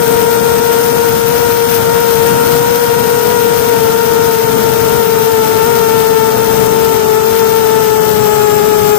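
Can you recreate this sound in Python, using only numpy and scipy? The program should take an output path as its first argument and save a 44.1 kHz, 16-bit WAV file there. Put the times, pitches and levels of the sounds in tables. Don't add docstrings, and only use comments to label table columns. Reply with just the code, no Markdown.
import sys
import numpy as np
from scipy import signal
from scipy.fft import rfft, irfft, next_fast_len
from scipy.io import wavfile
from scipy.ndimage import minimum_filter1d

SR = 44100
rng = np.random.default_rng(int(sys.argv[2]) if len(sys.argv) > 2 else 0)


def gain_from_db(level_db):
    decades = np.asarray(level_db, float) / 20
    return 10 ** decades


def transcribe(u):
    v = np.clip(np.atleast_2d(u).T, -1, 1)
    q = np.round(v * 32767).astype(np.int16)
    wavfile.write(sys.argv[1], SR, q)


N = 396018

# (time [s], shaft speed [rev/s])
NEAR_SHAFT = [(0, 233.5), (1.0, 233.7), (2.2, 234.6), (2.7, 237.7), (3.6, 234.5), (3.85, 230.1),
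              (5.0, 226.7), (5.4, 224.6), (6.1, 222.6), (6.8, 224.2), (7.1, 219.1), (7.4, 225.4),
              (8.1, 217.9), (8.3, 210.5), (8.98, 210.2)]
SECOND_SHAFT = [(0, 225.4), (.6, 220.5), (1.15, 229), (2, 229.5), (2.72, 234), (3.3, 215), (3.55, 221),
                (4.75, 217), (5, 210.8), (5.4, 220.5), (5.7, 207), (6, 215), (6.5, 214.3), (6.95, 200.5),
                (7.3, 200.9), (7.63, 209.5), (8.75, 196), (8.98, 198.3)]
THIRD_SHAFT = [(0, 259.8), (.6, 258.8), (1.7, 264.2), (2.8, 264.1), (3.02, 256.5), (3.4, 255.6),
               (3.8, 260.3), (4.2, 253.5), (5.4, 251.2), (5.7, 242), (5.95, 247.8), (6.3, 250.2),
               (6.65, 247.8), (7.02, 237.2), (7.65, 245.8), (8.2, 238.5), (8.7, 235), (8.98, 234.4)]
FOURTH_SHAFT = [(0, 262.6), (1.4, 265.2), (2.3, 262.8), (2.8, 265.5), (3.05, 263.4), (3.4, 264.8),
                (3.6, 261.5), (4.2, 257.8), (4.7, 257.3), (5.4, 250.8), (5.75, 252.3), (6.2, 251.2),
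                (6.55, 252.8), (7.08, 246.3), (7.63, 251.8), (8.3, 241.2), (8.98, 239.5)]
# (time [s], speed jump [rev/s])
KICKS = [(0.79, 2.4), (1.07, -3.5), (1.29, 3.4), (1.76, -5.6), (2.04, -2.7), (2.13, -3.2), (2.31, -2.9),
         (2.54, -2.3), (2.85, -2.3), (3.25, 3.5), (3.63, 2.8), (3.72, -2.7), (3.94, 3.3), (4.71, 2.3),
         (4.89, 4.7), (5.34, -3.0), (5.64, 9.5), (6.33, 2.6), (8.28, 2.5), (8.63, 3.8)]
# (time [s], near blades [dB], near motor whine [dB], second rotor [dB], frame noise [dB])
LOADS = [
    (0, .5, 2, 0, 0),
    (1.5, .5, -4, -4, .5),
    (3, .5, -1, -.5, .5),
    (4.5, .5, -8, -.5, 0),
    (6, 1.3, -2, -1, 0),
    (7, 2, -1, -3, 0),
    (7.7, 2, -2, -3, 0),
    (8.2, 2, 3, -3, -.5),
    (8.98, 2.3, 3, -3, -.5),
]
# (shaft order [per turn], left level of the four rotors [dB] x 4, right level of the four rotors [dB] x 4)
TONES = [(1, -36, -38, -40, -40, -37, -43, -36, -35), (2, -9.2, -17.6, -39, -41, -21, -25, -29.5, -34.5),
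         (3, -40, -47, -50, -50, -30.5, -35, -39, -39), (4, -17, -31, -48, -50, -46, -41, -39, -43),
         (5, -50, -52, -52, -47, -50, -52, -42, -33), (6, -26, -40, -54, -54, -40, -41, -38, -45),
         (8, -33, -46, -56, -56, -56, -52, -53, -54), (10, -42, -52, -58, -58, -52, -50, -54, -52),
         (12, -47, -54, -58, -58, -54, -52, -52, -52), (32, -60, -60, -60, -42, -70, -70, -70, -49),
         (36, -35, -38, -38, -39, -47, -41, -47, -46), (72, -33, -29, -60, -60, -99, -99, -99, -99)]
RIGHT_LAG = [2.1, -0.5, -2, -2.5]
# (time [s], level [dB])
WIND = [
    (0, 0.5),
    (1.5, 0.9),
    (2.6, 1.5),
    (4.5, 0.35),
    (6.5, 0.5),
    (7.1, -2),
    (8, 0.7),
    (8.98, -0.9),
]
# (time [s], level [dB])
GUSTS = [(1.39, 1.5), (1.74, 3.5), (1.9, -2.5), (2.11, 2.5), (2.55, 2), (2.65, -0.5), (2.84, 0), (4.27, 2),
         (4.65, -0.9), (5.24, 0.9), (5.45, 1.5), (6.32, -2), (6.94, 1.8), (7.35, 1.8), (7.59, 0.5),
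         (7.95, -2)]
# (frequency [Hz], density [dB per Hz])
RUMBLE = [(18, -90), (30, -97), (47, -56), (94, -45), (130, -39.5), (200, -41), (300, -45.5), (500, -49),
          (750, -51), (1200, -56), (2500, -67.5)]
HISS = [(500, -66.5), (1500, -55.5), (2400, -60.5), (4000, -62), (6000, -60.5), (7000, -67.5), (9500, -65),
        (12000, -62.5), (14200, -52), (15500, -53.5)]
FRAME = [(60, -83), (180, -73), (350, -68), (700, -59), (850, -64), (1100, -62), (1400, -54), (1900, -64),
         (2300, -61), (3600, -62), (4400, -70), (6000, -67.5), (7800, -68), (8600, -78)]
MIXES = [(2, 0, 2, 0), (2, 0, 0, 1), (0, 2, 0, 3), (2, 0, 1, 0), (0, 2, 0, 1), (2, 0, 4, 0), (0, 2, 2, 0),
         (0, 4, 0, 2), (0, 4, 2, 0), (3, 0, 2, 0)]
MIX_DB = [-43, -39, -36.5, -39, -39, -34, -43, -38, -38, -45]
# (frequency [Hz], left floor [dB per Hz], right floor [dB per Hz])
DROP_UNDER = [(1500, -70, -72), (2200, -63.5, -64.5), (3300, -64, -64.5), (4100, -66.5, -67),
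              (4400, -67.5, -70.5), (5200, -68, -68.5), (6000, -68, -73), (6800, -67.5, -64.5),
              (7200, -68.5, -70), (8000, -69, -70), (8700, -71, -73), (9700, -71, -73), (10000, -71, -65),
              (14900, -66, -65), (15100, -57, -65), (15400, -54.5, -65)]
# (low edge [Hz], high edge [Hz])
JOINT_HZ = (1750, 4150)


def rotor_tones(angles, near_db, whine_db, second_db, wobble_db):
    sway_db_per_order = 0.2973
    right_fade_db, far_whine_fade_db = 2.2, 6
    crack_db = -41
    out = np.zeros((2, N))
    far_db = far_whine_fade_db * np.linspace(.5, -.5, N)
    blade_loads_db = [near_db, second_db, 0, 0]
    for k, angle in enumerate(angles):
        sway_db = sway_db_per_order * drift(4.8)
        right_angle = angle - np.float32(RIGHT_LAG[k] / 2)
        for order, *db in TONES:
            if order < 30:
                load_db, rasp_db = blade_loads_db[k], 0
            else:
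                load_db = [whine_db * (order == 36), 0, far_db, far_db][k]
                rasp_db = 3.5 * drift(200)
            moving_db = load_db + rasp_db + wobble_db * drift(22) + min(order, 6) * sway_db
            peak = np.sqrt(2) * gain_from_db(np.float32(moving_db))
            out[0] -= gain_from_db(db[k]) * peak * np.sin(order * angle)
            out[1] -= gain_from_db(db[4 + k]) * peak * np.sin(order * right_angle)
    out[1] *= gain_from_db(-right_fade_db * np.linspace(0, 1, N) ** 2)
    crack = sum(np.sin(order * angles[0]) for order in range(14, 35, 2))
    out[0] -= np.sqrt(2) * gain_from_db(crack_db + 1.5 * drift(30)) * crack
    return out


def shaft_angles(hunts, shake):
    near = in_time(NEAR_SHAFT) + kicks()
    speeds = np.vstack([near, in_time(SECOND_SHAFT), in_time(THIRD_SHAFT), in_time(FOURTH_SHAFT)])
    speeds = speeds * [1 + hunt * drift(12.07) + shake * drift(63.3) for hunt in hunts]
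    turns = np.cumsum(speeds, axis=1) / SR + rng.random((4, 1))
    return (2 * np.pi * (turns % 1)).astype(np.float32)


def kicks():
    rise_s, settle_s = .03, .1
    s, revs = np.transpose(KICKS)
    after = np.maximum(np.arange(0, N + 40, 40) / SR - s[:, None], 0)
    shape = np.exp(-after / settle_s) - np.exp(-after / rise_s)
    return np.interp(np.arange(N) / 40, np.arange(after.shape[1]), revs @ shape / shape.max())


def downwash(angles, rumble_db, hiss_db, burst_db, sharp):
    second_wake_db = 3
    near_wake, second_wake = np.exp(sharp * (np.cos(2 * angles[:2]) - 1))
    flutter_db = 0.4 * drift(6) + 1.23 * drift(22) + 2.0 * drift(360)
    hiss = colour(turbulence(burst_db * near_wake + second_wake_db * second_wake + flutter_db), HISS)
    rumble = colour(turbulence(0.58 * drift(8.0)), RUMBLE)
    return gain_from_db(rumble_db) * rumble + gain_from_db(hiss_db) * hiss


def airstream():
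    spread_s = .04
    t = np.arange(N) / SR
    puffs_db = sum(db * np.exp(-.5 * ((t - s) / spread_s) ** 2) for s, db in GUSTS)
    return in_time(WIND)[0] + puffs_db


def mixing_tones(angles, wobble_db):
    out = np.zeros(N)
    for mix, db in zip(MIXES, MIX_DB):
        level = np.sqrt(2) * gain_from_db(db + wobble_db * drift(10.5))
        out += level * np.sin(np.float32(mix) @ angles)
    return out


def frame_noise(db):
    housing_hz, housing_db = (5320, 6260), 6.5
    buzz = gain_from_db(db) * colour(turbulence(0.44 * drift(11)), FRAME)
    housing = signal.sosfilt(signal.butter(2, housing_hz, "band", fs=SR, output="sos"), buzz)
    return np.array([-gain_from_db(housing_db) * housing, buzz])


def turbulence(db):
    x = rng.standard_normal(N) * gain_from_db(db)
    return x / x.std()


def colour(x, spectrum):
    size = next_fast_len(N)
    hz, db = np.transpose(spectrum)
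    bins_hz = np.fft.rfftfreq(size, 1 / SR)
    gain = gain_from_db(np.interp(np.log(bins_hz + 1), np.log(hz), db)) * np.sqrt(SR / 2)
    return irfft(rfft(x, size) * gain, size)[:N]


def drift(per_s):
    r = np.exp(-40 * np.pi * per_s / SR)
    slow = signal.lfilter([1], [1, -2 * r, r * r], rng.standard_normal(N // 20 + 4002))[4000:]
    return np.interp(np.arange(N) / 20, np.arange(len(slow)), slow / slow.std()).astype(np.float32)


def in_time(rows):
    s, *columns = np.transpose(rows)
    return np.array([np.interp(np.arange(N) / SR, s, c) for c in columns])


def scene():
    wind_db = airstream()
    slowing_db = np.linspace(-.5, .5, N)
    rumble_db = 0.51 * wind_db + slowing_db + 1.6 * drift(3.1)
    near_db, whine_db, second_db, frame_db = in_time(LOADS)
    angles = shaft_angles(hunts=(.0042, .003, .003, .003), shake=.0022)
    tones = rotor_tones(angles, near_db, whine_db, second_db, wobble_db=1.0)
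    left, right = tones + frame_noise(frame_db)
    left = left + downwash(angles, rumble_db, wind_db, burst_db=6, sharp=2.3)
    return np.array([left, right + mixing_tones(angles, wobble_db=3.2)])


def sum_and_difference(pair):
    return np.array([pair[0] + pair[1], pair[0] - pair[1]]) / np.sqrt(2)


def band_thinning(x, mask_db, chance_db, size=2048, count=8):
    hz, s, cells = signal.stft(x, SR, "cosine", size, scaling="psd")
    joint = (hz >= JOINT_HZ[0]) & (hz < JOINT_HZ[1])
    cells[:, joint] = sum_and_difference(cells[:, joint])
    starts = np.arange(0, len(hz), count)
    power = 2 * np.add.reduceat(abs(cells) ** 2, starts, axis=1) / count
    level_db = 10 * np.log10(power + 1e-20)
    loud_near_db = -minimum_filter1d(-level_db, size=5, axis=1)
    at, *floors = np.transpose(DROP_UNDER)
    floor_db = np.array([np.interp(hz[starts], at, db, left=-150) for db in floors])[:, :, None]
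    masked = (level_db < loud_near_db - mask_db) & (hz[starts] > 2000)[:, None]
    heard = level_db + chance_db * rng.standard_normal(level_db.shape) > floor_db
    keep = np.repeat(heard & ~masked, count, axis=1)[:, :len(hz)]
    cells = cells * keep * (hz < 15520)[:, None]
    cells[:, joint] = sum_and_difference(cells[:, joint])
    return signal.istft(cells, SR, "cosine", size, scaling="psd")[1][:, :N]


def band_limit(x):
    return signal.sosfilt(signal.butter(12, 16680, fs=SR, output="sos"), x)


def record(dry):
    knee, top = 5.0, 1.01
    rounded = dry / (1 + abs(dry / top) ** knee) ** (1 / knee)
    coupled = signal.sosfilt(signal.butter(2, 40, "high", fs=SR, output="sos"), rounded)
    thinned = band_thinning(coupled, mask_db=11.5, chance_db=1.2)
    return band_limit(np.clip(thinned, -1, 1))


dry = scene()
out = record(dry)
transcribe(out)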